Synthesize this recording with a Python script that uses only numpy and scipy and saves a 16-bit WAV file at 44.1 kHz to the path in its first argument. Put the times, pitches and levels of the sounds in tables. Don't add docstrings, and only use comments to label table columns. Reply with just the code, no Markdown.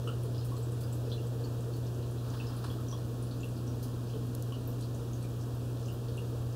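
import sys
import numpy as np
from scipy import signal
from scipy.fft import rfft, irfft
from scipy.io import wavfile

SR = 44100
rng = np.random.default_rng(int(sys.argv[2]) if len(sys.argv) > 2 else 0)


def bounce(signal):
    frames = np.transpose(np.atleast_2d(signal))
    limited = np.clip(frames, -1, 1)
    pcm = np.round(limited * 32767).astype(np.int16)
    wavfile.write(sys.argv[1], SR, pcm)


N = 288855
TIME = np.arange(N) / SR
FREQS = np.maximum(np.arange(N // 2 + 1) * SR / N, 1)


def from_db(db):
    return 10 ** (np.asarray(db) / 20)


def rms_one(x):
    return x / np.sqrt(np.mean(x ** 2) + 1e-20)


def in_time(rows):
    s, *columns = np.transpose(rows)
    return [np.interp(TIME, s, column) for column in columns]


def add(track, s, sound):
    at = max(int(s * SR), 0)
    track[at:at + len(sound)] += sound[:max(N - at, 0)]


def band(x, low_hz, high_hz):
    edges_hz = np.clip([low_hz, max(high_hz, low_hz + 100)], 10, .45 * SR)
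    return signal.sosfilt(signal.butter(2, edges_hz, "band", fs=SR, output="sos"), x)


def drift(rate_hz):
    spectrum = rfft(rng.standard_normal(N))
    return rms_one(irfft(spectrum / (1 + (FREQS / rate_hz) ** 2), N))


def noise(spectrum, resonances=()):
    hz, db = np.transpose(spectrum)
    colour = from_db(np.interp(np.log(FREQS), np.log(hz), db))
    colour = colour * np.minimum(FREQS / hz[0], 1) ** 2
    peak_power = sum(from_db(gain_db) ** 2 / (1 + (2 * (FREQS - centre_hz) / width_hz) ** 2)
                     for centre_hz, width_hz, gain_db in resonances)
    white = rfft(rng.standard_normal(N))
    return rms_one(irfft(white * colour * np.sqrt(1 + peak_power), N))


def resonance(hz, width_hz):
    detune = hz / width_hz * (FREQS / hz - hz / FREQS)
    return rms_one(irfft(rfft(rng.standard_normal(N)) / (1 + 1j * detune), N))


def pump(churn_db, churn_left_db, surge_db):
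    mains_hz = 60
    # (multiple of mains, level at right end/dB, change at left end/dB)
    hum_lines = [(2, -35, -1.77), (3, -58, 4.5), (4, -59, 6), (5, -62, 3.5), (6, -58, -6.5), (8, -64.5, 0),
                 (10, -73, 7.5)]
    # (f/Hz, level at right end/dB, change at left end/dB)
    rotor_lines = [(56.8, -57.5, 3.5), (219.5, -80, -7), (259.1, -63.5, 3)]
    # (f/Hz, width/Hz, level at right end/dB, change at left end/dB)
    housing_modes = [(87.4, 6.2, -50.5, -2), (260, 15, -56.5, 5.5), (461, 32.4, -48, -6.5),
                     (544, 8.9, -69.5, 3.5), (666, 40, -62.5, 1), (1084, 18, -74, 7)]
    # (f/Hz, relative density/dB per Hz)
    churn_colour = [(28, -31), (36, 5), (48, -9.5), (66, 4), (95, 6.5), (130, 1), (185, -2.5), (260, 0),
                    (340, 1.5), (520, -6.5), (760, -14.5), (1300, -16), (2000, -22.5), (4000, -34)]
    # (t/s, position 0 = right end .. 1 = left end)
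    mic_place = [(0, .05), (1.25, 0), (2.0, .5), (2.8, 1), (4.1, 1), (4.9, .85), (5.7, .7), (6.55, .35)]

    place, = in_time(mic_place)
    lines = [(round(k) * mains_hz, db, left_db) for k, db, left_db in hum_lines] + list(rotor_lines)
    hum = np.zeros(N)
    for hz, db, left_db in lines:
        sine = np.sin(2 * np.pi * (hz * TIME + rng.random()))
        hum += from_db(db + left_db * place) * np.sqrt(2) * sine
    housing = sum(from_db(db + left_db * place) * resonance(hz, width_hz)
                  for hz, width_hz, db, left_db in housing_modes)
    churn = from_db(churn_db + churn_left_db * place) * noise(churn_colour)
    surge = from_db(surge_db * drift(25))
    return hum + (churn + housing) * surge


def hiss(level_db):
    # (f/Hz, relative density/dB per Hz)
    hiss_colour = [(300, -12), (1500, 2.5), (2800, 5), (4500, 3.5), (7000, -0.5), (11000, -3.5),
                   (16000, -5.5)]
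    # (f/Hz, width/Hz, level above the hiss/dB)
    glass_modes = [(2746, 27, 3), (3270, 63, 3), (3690, 20, 2)]
    return from_db(level_db) * noise(hiss_colour, glass_modes)


def bubble(hz, t60_s, rise, wobble):
    t = np.arange(int(1.5 * t60_s * SR)) / SR
    swell = 1 - np.exp(-t * hz / 2)
    pitch_hz = hz * (1 + rise * t / t60_s + wobble * rng.standard_normal(len(t)))
    return swell * from_db(-60 * t / t60_s) * np.sin(2 * np.pi * np.cumsum(pitch_hz) / SR)


def trickle(per_s, level_db, spread_db, low_hz, high_hz, cycles):
    out = np.zeros(N)
    for when, size, strength in rng.random((int(per_s * N / SR), 3)):
        hz = low_hz * (high_hz / low_hz) ** size
        gain = from_db(level_db - spread_db * np.sqrt(strength))
        add(out, when * N / SR, gain * bubble(hz, cycles / hz, rise=0.096, wobble=0.12))
    return out


def patter(per_s, level_db, spread_db):
    out, t = np.zeros(N), TIME[:SR // 40]
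    for when, size, strength in rng.random((int(per_s * N / SR), 3)):
        low_hz = 2500 * 4 ** size
        click = rng.standard_normal(len(t)) * from_db(-60 * t / 0.025)
        tick = band(click, low_hz, 1.53 * low_hz)
        add(out, when * N / SR, from_db(level_db - spread_db * strength) * tick / np.abs(tick).max())
    return out


def burst(hz, octaves):
    rise_s, t60_s = 0.0018, 0.018
    t = TIME[:SR // 6]
    edges_hz = hz * 2 ** (np.array([-.5, .5]) * octaves)
    fizz = band(band(rng.standard_normal(len(t)), *edges_hz), *edges_hz)
    age_s = t / max(octaves, 1)
    swell = np.minimum(age_s / rise_s, 1)
    decay = from_db(-60 * np.maximum(age_s - rise_s, 0) / t60_s)
    return rms_one(fizz) * swell * decay


def froth(per_s, level_db, low_hz, high_hz, octaves):
    out = np.zeros(N)
    for k, (when, size) in enumerate(rng.random((int(per_s * N / SR), 2))):
        hz = low_hz * (high_hz / low_hz) ** size
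        add(out, (k + when) / per_s, from_db(level_db) * burst(hz, octaves))
    return out


def ring_time(hz):
    t60_s, at_hz, fall_power = .019, 3020, 0.5
    return t60_s * (at_hz / hz) ** fall_power


def drips(gain_db, rise, wobble):
    # (t/s, f/Hz, peak level before gain_db/dB)
    plinks = [(.073, 1268, -31.5), (.075, 2910, -33.5), (.078, 8500, -45), (.088, 1420, -38.5),
              (.088, 2870, -39), (.38, 5170, -41.5), (0.519, 1085, -35), (.566, 4260, -46.5),
              (.567, 7400, -45), (.63, 7800, -43), (.926, 7700, -42), (1.117, 3530, -34.5),
              (1.123, 3870, -36.5), (1.18, 2720, -44), (1.269, 8200, -47), (1.44, 4500, -41.5),
              (1.737, 4470, -44), (2.4, 2710, -33.5), (2.469, 5260, -41), (2.666, 4520, -47),
              (2.701, 3340, -39.5), (2.785, 1280, -38.5), (2.885, 6000, -40), (2.914, 5630, -36.5),
              (2.926, 1060, -35), (2.926, 3330, -40), (3.432, 2730, -35.5), (3.677, 5570, -43),
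              (4.136, 3050, -44.5), (4.151, 458, -32), (4.522, 1070, -39.5), (4.523, 2900, -36.5),
              (5.133, 6400, -42), (5.243, 2330, -40.5), (5.885, 2780, -40.5), (6.178, 2750, -36)]
    out = np.zeros(N)
    for s, hz, db in plinks:
        add(out, s, from_db(db + gain_db) * bubble(hz, ring_time(hz), rise, wobble))
    return out


def spray(gain_db):
    # (t/s, level before gain_db/dB, centre f/Hz, width/octaves)
    bursts = [(.234, -52.5, 9700, .8), (.345, -51.5, 3630, 1.2), (.444, -50.5, 11500, 2.6),
              (.803, -52.5, 6750, 4.4), (0.93, -51, 10000, 1), (1.76, -55, 8800, 2.2),
              (3.225, -49.5, 9500, .5), (3.311, -52, 4000, 0.6), (3.825, -48.5, 9000, 3.2),
              (4.674, -45, 13400, 0.42), (4.807, -51.5, 6300, 1.7), (4.824, -49, 4470, 0.35),
              (5.226, -52, 8300, 1), (5.858, -52, 5700, .6), (5.922, -53, 14400, .25),
              (6.17, -54.5, 8900, 1.2)]
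    out = np.zeros(N)
    for s, db, hz, octaves in bursts:
        add(out, s, from_db(db + gain_db) * burst(hz, octaves))
    return out


def room(glass_db, glass_t60_s, room_db):
    room_t60_s = 0.19
    t = TIME[:SR // 2]
    sparse = rng.standard_normal(len(t)) * (rng.random(len(t)) < 1500 / SR)
    glass = sparse * from_db(-60 * t / glass_t60_s) * (t > .002)
    tail = rng.standard_normal(len(t)) * from_db(-60 * t / room_t60_s) * (t > .008)
    glass_echo = from_db(glass_db) * glass / np.linalg.norm(glass)
    return glass_echo + from_db(room_db) * tail / np.linalg.norm(tail)


def lens(level_db, flutter_db, whine_waver):
    start_s, stop_s, ramp_s, catch_t60_s = 2.186, 2.82, 0.1, 0.096
    # (t/s, turning rate/Hz)
    turning = [(2.22, 2800), (2.3, 2985), (2.38, 3140), (2.52, 3150), (2.58, 3050), (2.68, 3020),
               (2.78, 2920)]
    # (f/Hz, relative density/dB per Hz)
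    whirr_colour = [(500, 0.5), (1200, 5), (2600, -6.5), (5000, -5), (6000, -17), (12000, -21),
                    (16000, -24)]
    # (multiple of turning rate, peak level re whirr rms/dB)
    whine_lines = [(3, -19), (4, -23), (5, -15)]
    # (t/s, gain re whirr/dB)
    gear_catches = [(2.339, 4), (2.641, 10.5)]

    turning_hz, = in_time(turning)
    turns = np.cumsum(turning_hz * (1 + whine_waver * drift(60))) / SR
    whine = sum(from_db(db) * np.sin(2 * np.pi * round(k) * turns) for k, db in whine_lines)
    running = np.clip(np.minimum(TIME - start_s, stop_s - TIME) / ramp_s, 0, 1)
    catches = sum((TIME > s) * from_db(db - 60 * np.abs(TIME - s) / catch_t60_s) for s, db in gear_catches)
    flutter = from_db(flutter_db * drift(40))
    whirr = noise(whirr_colour) * (flutter + catches)
    return from_db(level_db) * running * (whirr + whine)


def ticks(t60_s, low_hz, high_hz):
    # (t/s, peak level/dB)
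    tick_times = [(4.35, -34), (4.424, -33.5)]
    out, t = np.zeros(N), TIME[:SR // 50]
    for s, db in tick_times:
        snap = band(rng.standard_normal(len(t)) * from_db(-60 * t / t60_s), low_hz, high_hz)
        add(out, s, from_db(db) * snap / np.abs(snap).max())
    return out


def scene():
    filter_hum = pump(churn_db=-44.0, churn_left_db=-0.5, surge_db=.5)
    water = trickle(per_s=23, level_db=-49.0, spread_db=10, low_hz=2250, high_hz=8840, cycles=38)
    water += patter(per_s=9, level_db=-45.5, spread_db=10)
    water += froth(per_s=2.2, level_db=-56, low_hz=3500, high_hz=8100, octaves=.3)
    water += drips(gain_db=1.4, rise=0.03, wobble=0.21)
    water += spray(gain_db=1.5)
    echoes = room(glass_db=-4, glass_t60_s=0.038, room_db=-0.5)
    echoed = signal.fftconvolve(water, echoes)[:N]
    camera = lens(level_db=-54, flutter_db=0.5, whine_waver=0.0023)
    camera += ticks(t60_s=0.012, low_hz=4800, high_hz=13500)
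    mix = filter_hum + hiss(level_db=-58.5) + water + echoed + camera
    return mix[None]


def record(dry):
    notch_hz, notch_q, cutoff_hz = 2105, 1.9, 15720
    notched = signal.lfilter(*signal.iirnotch(notch_hz, notch_q, fs=SR), dry)
    return signal.sosfilt(signal.ellip(16, .1, 90, cutoff_hz, fs=SR, output="sos"), notched)


dry = scene()
out = record(dry)
bounce(out)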